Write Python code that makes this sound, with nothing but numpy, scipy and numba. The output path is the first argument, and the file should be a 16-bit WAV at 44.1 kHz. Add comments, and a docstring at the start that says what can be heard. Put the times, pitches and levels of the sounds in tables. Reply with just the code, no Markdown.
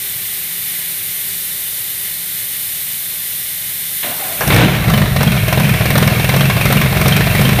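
"""A workshop, a phone microphone a few steps from a V8 on a run stand. A hose hisses over a motor's hum;
the starter clacks in and cranks, the engine coughs, flares and drops to a lumpy idle through open headers.
Each firing thumps the pipes and blows a puff of gas; every cylinder burns hard and weak by turns, and the
hard burns bark in a loping beat. The phone's gain control pushes the hiss down under the engine."""
import sys
import numpy as np
from scipy import signal
from scipy.fft import rfft, irfft
from scipy.io import wavfile
from scipy.ndimage import uniform_filter1d, minimum_filter1d, map_coordinates
from numba import njit

SR = 44100
rng = np.random.default_rng(int(sys.argv[2]) if len(sys.argv) > 2 else 0)


def int16_out(signal):
    """Quantize to a 16-bit WAV file."""
    q = np.round(np.clip(np.atleast_2d(signal).T, -1, 1) * 32767)
    wavfile.write(sys.argv[1], SR, q.astype(np.int16))


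N = 335160
T = np.arange(N) / SR

# room tone of the workshop: (frequency [Hz], level [dB])
ROOM_SPECTRUM = [(15, -56), (25, -25), (43, -15), (81, -12), (97, 2), (167, -3), (237, -13), (330, -9.5),
                 (358, -15.5), (389, -8.5), (482, -14.5), (524, -10.5), (1300, -13.5), (1690, -48),
                 (2860, -120)]
# partials of the motor hum: (frequency [Hz], level [dB])
HUM_PARTIALS = [(55.5, -55), (112, -59), (143, -58), (172.3, -49), (209, -61)]
# a thin tone that fades: (time [s], level [dB])
THIN_TONE_LEVEL = [(0, -53), (1.3, -53), (2.1, -54.5), (2.6, -65), (4, -61)]
# hiss of the hose: (frequency [Hz], level [dB])
HISS_SPECTRUM = [(900, -36), (1400, -14.5), (2000, -3.5), (2650, -9), (3000, -7.5), (4100, -4.5),
                 (4600, -9.5), (7900, -9.5), (8300, -3), (10000, -2.5), (12000, 0), (14000, 1.5),
                 (15500, -5)]
# narrow resonances of its jet: (frequency [Hz], width [Hz], gain [dB])
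JET_MODES = [(3020, 130, -10), (3550, 90, -6), (10335, 40, -1), (11575, 25, -1), (12045, 45, -2),
             (12430, 40, -4), (12596, 25, -3), (13485, 25, -2), (13565, 25, -2), (13835, 18, 4)]
# flow from the hose: (time [s], level [dB])
HISS_LEVEL = [(0.0, -21), (1.3, -20.5), (4.3, -21)]
# starter motor: (time [s], level [dB], gear mesh [Hz])
STARTER_RUN = [(4.02, -80, 488), (4.045, -25, 615), (4.11, -27, 690), (4.17, -35, 985), (4.23, -28.5, 780),
               (4.3, -27, 615), (4.37, -32, 727), (4.5, -29, 820), (4.62, -76, 820)]
# grind of the starter: (frequency [Hz], level [dB])
GRIND_SPECTRUM = [(41, -29), (70, -9), (151, -7), (189, -10), (217, -5), (373, -9.5), (748, -0.5),
                  (891, -24), (972, -6), (1120, -9.5), (1980, -6), (4500, -20), (5850, -49), (9900, -120)]
# pinion hitting the ring gear: (frequency [Hz], level [dB])
CLACK_SPECTRUM = [(150, -13), (600, -7), (1500, -2), (2700, 0), (4100, 0), (4800, -28), (9000, -32)]
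# hollow of the pipe at first ignition: (frequency [Hz], width [Hz], gain [dB])
COUGH_MODES = [(535, 430, 0.5), (920, 480, -3), (1480, 490, 1.5), (2200, 350, -7)]
# soft strokes before the engine catches: (time [s])
SOFT_STROKES = [4.365, 4.406, 4.44]
# start of each lope, which sets the crank speed: (time [s])
LOPE_STARTS = [4.561, 4.84, 5.161, 5.526, 5.903, 6.29, 6.654, 7.012, 7.349, 7.664]
# strokes of a lope that burn hard, one a cylinder: (stroke [index])
HARD_SLOTS = [0, 2, 3, 5, 7, 9, 12, 14]
# drive of the whole engine: (time [s], gain [dB])
THROTTLE_GAIN = [(4.46, 2), (4.505, 5.5), (4.56, 6), (4.75, 7), (5.2, 5.5), (7.6, 4.5)]
# exhaust gas at idle: (frequency [Hz], level [dB])
IDLE_SPECTRUM = [(150, -12), (250, -2.5), (332, 0), (630, 2), (759, 0.5), (887, -7.5), (1010, -2),
                 (1480, -5), (1780, -1.5), (2400, -8), (3330, -9), (3950, -7), (4760, -15.5), (5970, -18.5),
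                 (7500, -23.5), (9750, -51), (16500, -120)]
# exhaust gas with the throttle open: (frequency [Hz], level [dB])
FLARE_SPECTRUM = [(120, -24), (200, -1), (447, -10), (998, -13.5), (1080, -18.5), (1570, -14),
                  (2560, -17.5), (3850, -20), (4690, -32), (7500, -37), (9750, -57), (16500, -120)]
# rush of exhaust gas: (time [s], level [dB])
GAS_LEVEL = [(4.4, -81), (4.435, -34), (4.5, -23.5), (4.6, -12), (4.8, -22), (5.1, -22.5), (5.5, -23.5),
             (5.9, -23.5), (7.6, -21.5)]
# headers and the air around the stand, two low modes, three upper: (frequency [Hz], width [Hz], gain [dB])
PIPE_MODES = [(68, 13, -4), (101.4, 33, 5), (153, 53, -7.5), (168.6, 15, 1), (206, 24, -1)]
# exhaust thump: (time [s], level [dB])
THUMP_LEVEL = [(4.33, -54), (4.4, -33), (4.48, -18), (4.57, -8.5), (4.75, -14.5), (4.95, -10.5), (5.4, -12),
               (6.9, -12.5), (7.6, -11)]
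# sharp crack of a hard burn: (frequency [Hz], level [dB])
CRACK_SPECTRUM = [(3000, -28), (5500, 8), (7400, -4), (8800, 8), (11000, -2), (13500, 9.5), (16000, -3)]
# barks as the engine catches: (time [s], level [dB], crack against bark [dB], pipe ring [Hz])
CATCH_BARKS = [(4.474, -13.5, -6, 681), (4.502, -5.5, -32, 2210), (4.521, -14, -27, 2260),
               (4.543, -7, -10, 490)]
# each cylinder's bark, in slot order: (level [dB], crack against bark [dB], pipe ring [Hz], lag [s])
CYLINDER_BARKS = [(-3.5, -14, 2200, 0.00035), (-4, -19, 600, 0.00192), (-5.5, -9, 996, 0.0023),
                  (-4, -17.5, 2960, 0.00046), (-6.5, -13.5, 2340, 0.001205), (-3, -18.5, 1994, 0.00102),
                  (-4.5, -20, 700, 0.00039), (-7.5, -14, 2350, 0.0006)]
# force of the barks, weak as the flare falls back: (time [s], gain [dB])
BURN_FORCE = [(4.57, -2), (4.7, -13), (4.84, -10), (4.93, -2), (5.33, 0.5), (5.53, -1.5), (5.67, -3),
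              (6.0, 0.5), (6.35, -0.5), (6.78, -0.5), (7.17, -1), (7.29, -2), (7.6, -1)]
# misfires and extra hard burns: (time [s], level against the usual bark [dB])
STRAY_BURNS = [(4.936, 3), (5.078, -9), (5.12, -22), (5.274, -4), (5.365, -10), (5.433, -11), (6.121, -14),
               (6.243, 0.5), (6.452, -0.5), (6.766, 1), (6.855, -4), (7.164, 4.5), (7.409, 0)]

LOPE_STROKES = 16  # eight cylinders, each burning hard on every second firing
THUMP_SWING_DB, GAS_SWING_DB = 2, 0.7  # rise and fall with the lope


def undb(db):
    """Decibels to gain."""
    return 10 ** (np.asarray(db) / 20)


def level(x, db=0):
    """Set the rms level."""
    return x * undb(db) / np.sqrt(np.mean(x ** 2))


def curves(rows):
    """Join rows (time, value, ..) by straight lines, one signal a column."""
    s, *columns = np.transpose(rows)
    return [np.interp(T, s, c) for c in columns]


def noise():
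    """White noise."""
    return rng.standard_normal(N)


def walk(rate_hz):
    """Smooth random drift with a spread near 1."""
    hold = int(SR / rate_hz)
    steps = np.repeat(rng.standard_normal(N // hold + 1), hold)
    return 1.78 * uniform_filter1d(uniform_filter1d(steps, hold), hold)[:N]


def convolve(x, response):
    """Pass a sound through an impulse response."""
    return signal.fftconvolve(x, response)[:N]


def lowpass(x, hz):
    """Gentle cut of the treble."""
    return signal.sosfilt(signal.butter(2, hz, fs=SR, output="sos"), x)


def bandpass(x, edges_hz, order):
    """Keep the band between two edges."""
    return signal.sosfilt(signal.butter(order, edges_hz, "band", fs=SR, output="sos"), x)


def colour(x, spectrum, size=4096):
    """Causal filter of unit energy shaped by (frequency, level) points."""
    hz, db = np.transpose(spectrum)
    bins = np.maximum(np.fft.rfftfreq(size, 1 / SR), 1)
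    gain = undb(np.interp(np.log(bins), np.log(hz), db))
    cepstrum = irfft(np.log(gain))
    response = irfft(np.exp(rfft(2 * cepstrum[:size // 2], size)))
    return convolve(x, response / np.linalg.norm(response))


def ring(x, modes):
    """Parallel resonances: (frequency [Hz], width [Hz], gain [dB])."""
    return sum(undb(db) * signal.lfilter(*signal.iirpeak(hz, hz / width, SR), x)
               for hz, width, db in modes)


def pulses(times, sizes, rise_s, decay_s):
    """A swell and an exponential fall at each time, with peaks of the given sizes."""
    train = np.zeros(N)
    np.add.at(train, np.clip((times * SR).astype(int), 0, N - 1), sizes)
    t = T[:SR // 2]
    shape = (1 - np.exp(-t / rise_s)) ** 2 * np.exp(-t / decay_s)
    return convolve(train, shape / shape.max())


def steady(x, window_s):
    """Even out slow changes of level and keep the beat."""
    window = int(window_s * SR)
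    power = uniform_filter1d(uniform_filter1d(x ** 2, window), window)
    return x / np.sqrt(np.abs(power) + np.mean(x ** 2) / 100)


def near(times, marks, half_stroke_s=0.011):
    """Which times fall within half a stroke of a mark."""
    return np.abs(times[:, None] - np.array(marks)).min(axis=1) < half_stroke_s


def room(x, wet_db, t60_s):
    """Scattered workshop reflections build up and die away behind the direct sound."""
    t = T[:SR]
    tail = rng.standard_normal(SR) * 1000 ** (-t / t60_s) * (1 - np.exp(-(t * 100) ** 2))
    return x + undb(wet_db) * convolve(x, tail / np.linalg.norm(tail))


def room_tone(thin_hz=392):
    """The bed of the place: low rumble, a wavering motor hum and a thin tone that fades."""
    hum = sum(undb(db + 1.46 * walk(3.9)) * np.sin(2 * np.pi * hz * T + 0.5 * walk(4.27))
              for hz, db in HUM_PARTIALS)
    thin = undb(curves(THIN_TONE_LEVEL)[0]) * np.sin(2 * np.pi * thin_hz * T + 0.23 * walk(9.5))
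    return np.sqrt(2) * (hum + thin) + level(colour(noise(), ROOM_SPECTRUM), -43)


def hose():
    """A fine jet under pressure, with narrow whistling resonances, rippled by nearby walls."""
    jet = room(colour(noise(), HISS_SPECTRUM), -12, 0.087)
    whistle = level(ring(noise(), JET_MODES), -8.5)
    coarse_start = np.interp(T, [0.9, 1.5], [1, 0]) * level(ring(noise(), [(2130, 420, 0)]), -17.5)
    return (jet + whistle + coarse_start) * undb(curves(HISS_LEVEL)[0] + 0.32 * walk(16))


def starter(engage_s=4.028):
    """The pinion clacks into the ring gear and churns, slowed by each compression."""
    db, mesh_hz = curves(STARTER_RUN)
    phase = 2 * np.pi * np.cumsum(mesh_hz) / SR
    mesh = level(lowpass(noise(), 53)) * np.sin(phase)  # uneven teeth smear the gear tone
    grind = colour(noise() * undb(2.1 * walk(120)), GRIND_SPECTRUM)
    whirr = (undb(-2) * grind + undb(-5) * mesh) * undb(db)
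    impact = pulses(np.array([engage_s]), undb(-20), 0.00054, 0.018) * noise()
    return room(whirr + colour(impact, CLACK_SPECTRUM), -2.5, 0.47)


def cough(ignition_s=4.406):
    """The first charge lights with a hollow cough and a brief metallic ping."""
    start = np.array([ignition_s])
    blast = pulses(start, undb(-6), 0.0015, 0.016) * noise()
    hollow = ring(ring(blast, COUGH_MODES), COUGH_MODES)
    ping = ring(pulses(start, undb(-1), 0.00088, 0.0041) * noise(), [(5580, 250, 0)])
    return room(hollow + ping, -6, 0.11)


def exhaust_strokes(pad=4):
    """Stroke times, one row a lope; the crank speed changes smoothly from lope to lope."""
    starts = np.pad(LOPE_STARTS, pad, "reflect", reflect_type="odd")
    lopes = np.arange(0, len(LOPE_STARTS) - 1, 1 / LOPE_STROKES)
    return map_coordinates(starts, [lopes + pad], mode="nearest").reshape(-1, LOPE_STROKES)


def surge(crest_share=0.36):
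    """One swell a lope, between -1 and 1."""
    lopes = np.interp(T, LOPE_STARTS, np.arange(len(LOPE_STARTS)))
    return np.cos(2 * np.pi * (lopes - crest_share))


def hard_burns(strokes, scatter_db=1.5, detune=0.06):
    """The engine catches, then each cylinder barks once a lope, never alike; rows as in CATCH_BARKS."""
    db, crack_db, ring_hz, lag_s = np.tile(CYLINDER_BARKS, (len(strokes), 1)).T
    times = strokes[:, HARD_SLOTS].ravel() + lag_s
    force_draw, pitch_draw = rng.standard_normal((len(times), 2)).T
    stray_db = sum(extra_db * near(times, [at]) for at, extra_db in STRAY_BURNS)
    db = db + np.interp(times, *np.transpose(BURN_FORCE)) + stray_db + scatter_db * force_draw
    burns = np.column_stack([times, db, crack_db, ring_hz * np.exp(detune * pitch_draw)])
    return np.vstack([CATCH_BARKS, burns[times < T[-1]]])


def stand_rumble(relative_db=-29, top_hz=45):
    """The stand and the air around it shudder under the thump."""
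    db = curves(THUMP_LEVEL)[0] + THUMP_SWING_DB * surge() + relative_db
    return level(lowpass(noise(), top_hz)) * undb(db)


def valve_gear(times, lag_s=0.0113):
    """Valve gear ticks between the firings and rings the rocker covers."""
    ticks = pulses(times + lag_s, undb(2 * rng.standard_normal(len(times))), 0.00064, 0.0097) * noise()
    covers = ring(ticks, [(1583, 52, 2), (1810, 73, -3.5), (2197, 94, 0.5), (2340, 100, 5),
                          (2450, 160, 1.5), (2675, 49, 4.5), (3125, 79, -9)])
    presence = np.interp(T, [4.45, 4.6, 5.1, 5.3], [0.32, 0.55, 0.11, 0.78])
    return level(room(covers, -2, 0.067), -25) * presence


def gas_roar(times, scatter_db=3, rush=0.37):
    """A puff of gas at every firing over an unbroken rush; fuller while the throttle is open."""
    puffs = pulses(times, undb(scatter_db * rng.standard_normal(len(times))), 0.00096, 0.02)
    gas = room((rush + puffs) * noise(), -6.5, 0.081)
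    opened = np.interp(T, [4.68, 4.9], [1, 0])
    roar = opened * colour(gas, FLARE_SPECTRUM) + (1 - opened) * colour(gas, IDLE_SPECTRUM)
    return steady(roar, 0.93) * undb(curves(GAS_LEVEL)[0] + GAS_SWING_DB * surge())


def pipe_thump(times, hard, lead_s=0.0074, scatter_db=3, jitter_s=0.00241, hard_db=5):
    """Each exhaust valve opens just ahead of its puff; the uneven pressure pulses ring the pipes."""
    timing_draw, force_draw = rng.standard_normal((len(times), 2)).T
    starts = times - lead_s + jitter_s * timing_draw * ~hard  # weak burns come early or late
    pressure = pulses(starts, undb(scatter_db * force_draw + hard_db * hard), 0.0048, 0.0015)
    pressure = bandpass(room(pressure, -1.8, 0.28), [54, 260], order=4)
    low = steady(ring(pressure, PIPE_MODES[:2]), 0.12)
    upper = steady(ring(pressure, PIPE_MODES[2:]), 0.085)
    upper_share = undb(-2.5 + surge())  # the upper modes gain as the lope crests
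    pipes = np.sqrt(1 - upper_share ** 2) * low - upper_share * upper
    return steady(pipes, 0.085) * undb(curves(THUMP_LEVEL)[0] + THUMP_SWING_DB * surge())


def waver(x, pitch_swing=0.05, drift_s=0.0016):
    """The note of the pipes rises and sags with the lope, and drifts by a few percent."""
    lag_s = drift_s * walk(9) - pitch_swing * np.cumsum(surge() * (T > LOPE_STARTS[0])) / SR
    return map_coordinates(x, [(T - lag_s) * SR], order=1, mode="nearest")


def barks(burns, gulp_db=-6, burst_db=-8, ring_db=-6.5, width_hz=130, split_hz=1100):
    """A hard firing leaves the pipe as a dull gulp, then bright gas, a short ring and a crack."""
    times, db, crack_db, ring_hz = burns.T
    gulp = pulses(times - 0.002, undb(db + gulp_db), 0.0014, 0.006) * noise()
    burst = pulses(times, undb(db + burst_db), 0.0016, 0.0085) * noise()
    crack = pulses(times - 0.0005, undb(db + crack_db), 0.0009, 0.0057) * noise()
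    t = T[:SR // 10]
    swell = (1 - np.exp(-t / 0.0018)) * np.exp(-t / 0.0095)
    rings = np.zeros(N + len(t))
    for start, size, hz in zip((times * SR).astype(int), undb(db + ring_db), ring_hz):
        tone = ring(rng.standard_normal(len(t)), [(hz, width_hz, 0)])
        tone = ring(tone, [(hz, 2 * width_hz, 0)])
        rings[start:start + len(t)] += size * swell * level(tone)
    gas = colour(lowpass(gulp, split_hz) + bandpass(burst, [split_hz, 5200], order=2), IDLE_SPECTRUM)
    return room(gas + rings[:N] + colour(crack, CRACK_SPECTRUM), -7, 0.9)


def engine(hard_above_db=-14):
    """The V8 on its stand: thump, rumble, roar, barks and valve gear, all driven by the throttle."""
    strokes = exhaust_strokes()
    burns = hard_burns(strokes)
    times = np.concatenate([SOFT_STROKES, np.array(CATCH_BARKS)[:, 0], strokes.ravel()])
    hard = near(times, burns[burns[:, 1] > hard_above_db, 0])
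    low_end = waver(pipe_thump(times, hard)) + stand_rumble()
    throttle = undb(curves(THROTTLE_GAIN)[0])
    return (low_end + gas_roar(times) + barks(burns) + valve_gear(times)) * throttle


def scene():
    """Everything at the microphone, in mono, a few steps from the stand."""
    return (engine() + starter() + cough() + hose() + room_tone())[None]


@njit
def follow(x, attack, release):
    """Level detector that rises fast and sinks slowly."""
    out, envelope = np.empty(len(x)), 0.
    for i in range(len(x)):
        envelope += (x[i] - envelope) * (attack if x[i] > envelope else release)
        out[i] = envelope
    return out


def record(dry, threshold_db=-4, attack_s=0.01, release_s=0.98, limiter_release_s=0.011, top_hz=15350):
    """The phone's gain control holds the engine down, a quick limiter ducks peaks and the top is cut."""
    envelope = follow(np.abs(dry[0]), 1 / (attack_s * SR), 1 / (release_s * SR))
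    held = dry * np.minimum(1, undb(threshold_db) / (envelope + 1e-9))
    peaks = follow(np.abs(held[0]), 0.72, 1 / (limiter_release_s * SR))
    duck = 0.97 / np.maximum(peaks, 0.97)
    duck = uniform_filter1d(minimum_filter1d(duck, size=45), size=45)  # eased over a millisecond
    return signal.sosfilt(signal.ellip(12, 0.1, 80, top_hz, fs=SR, output="sos"), held * duck)


dry = scene()
out = record(dry)
int16_out(out)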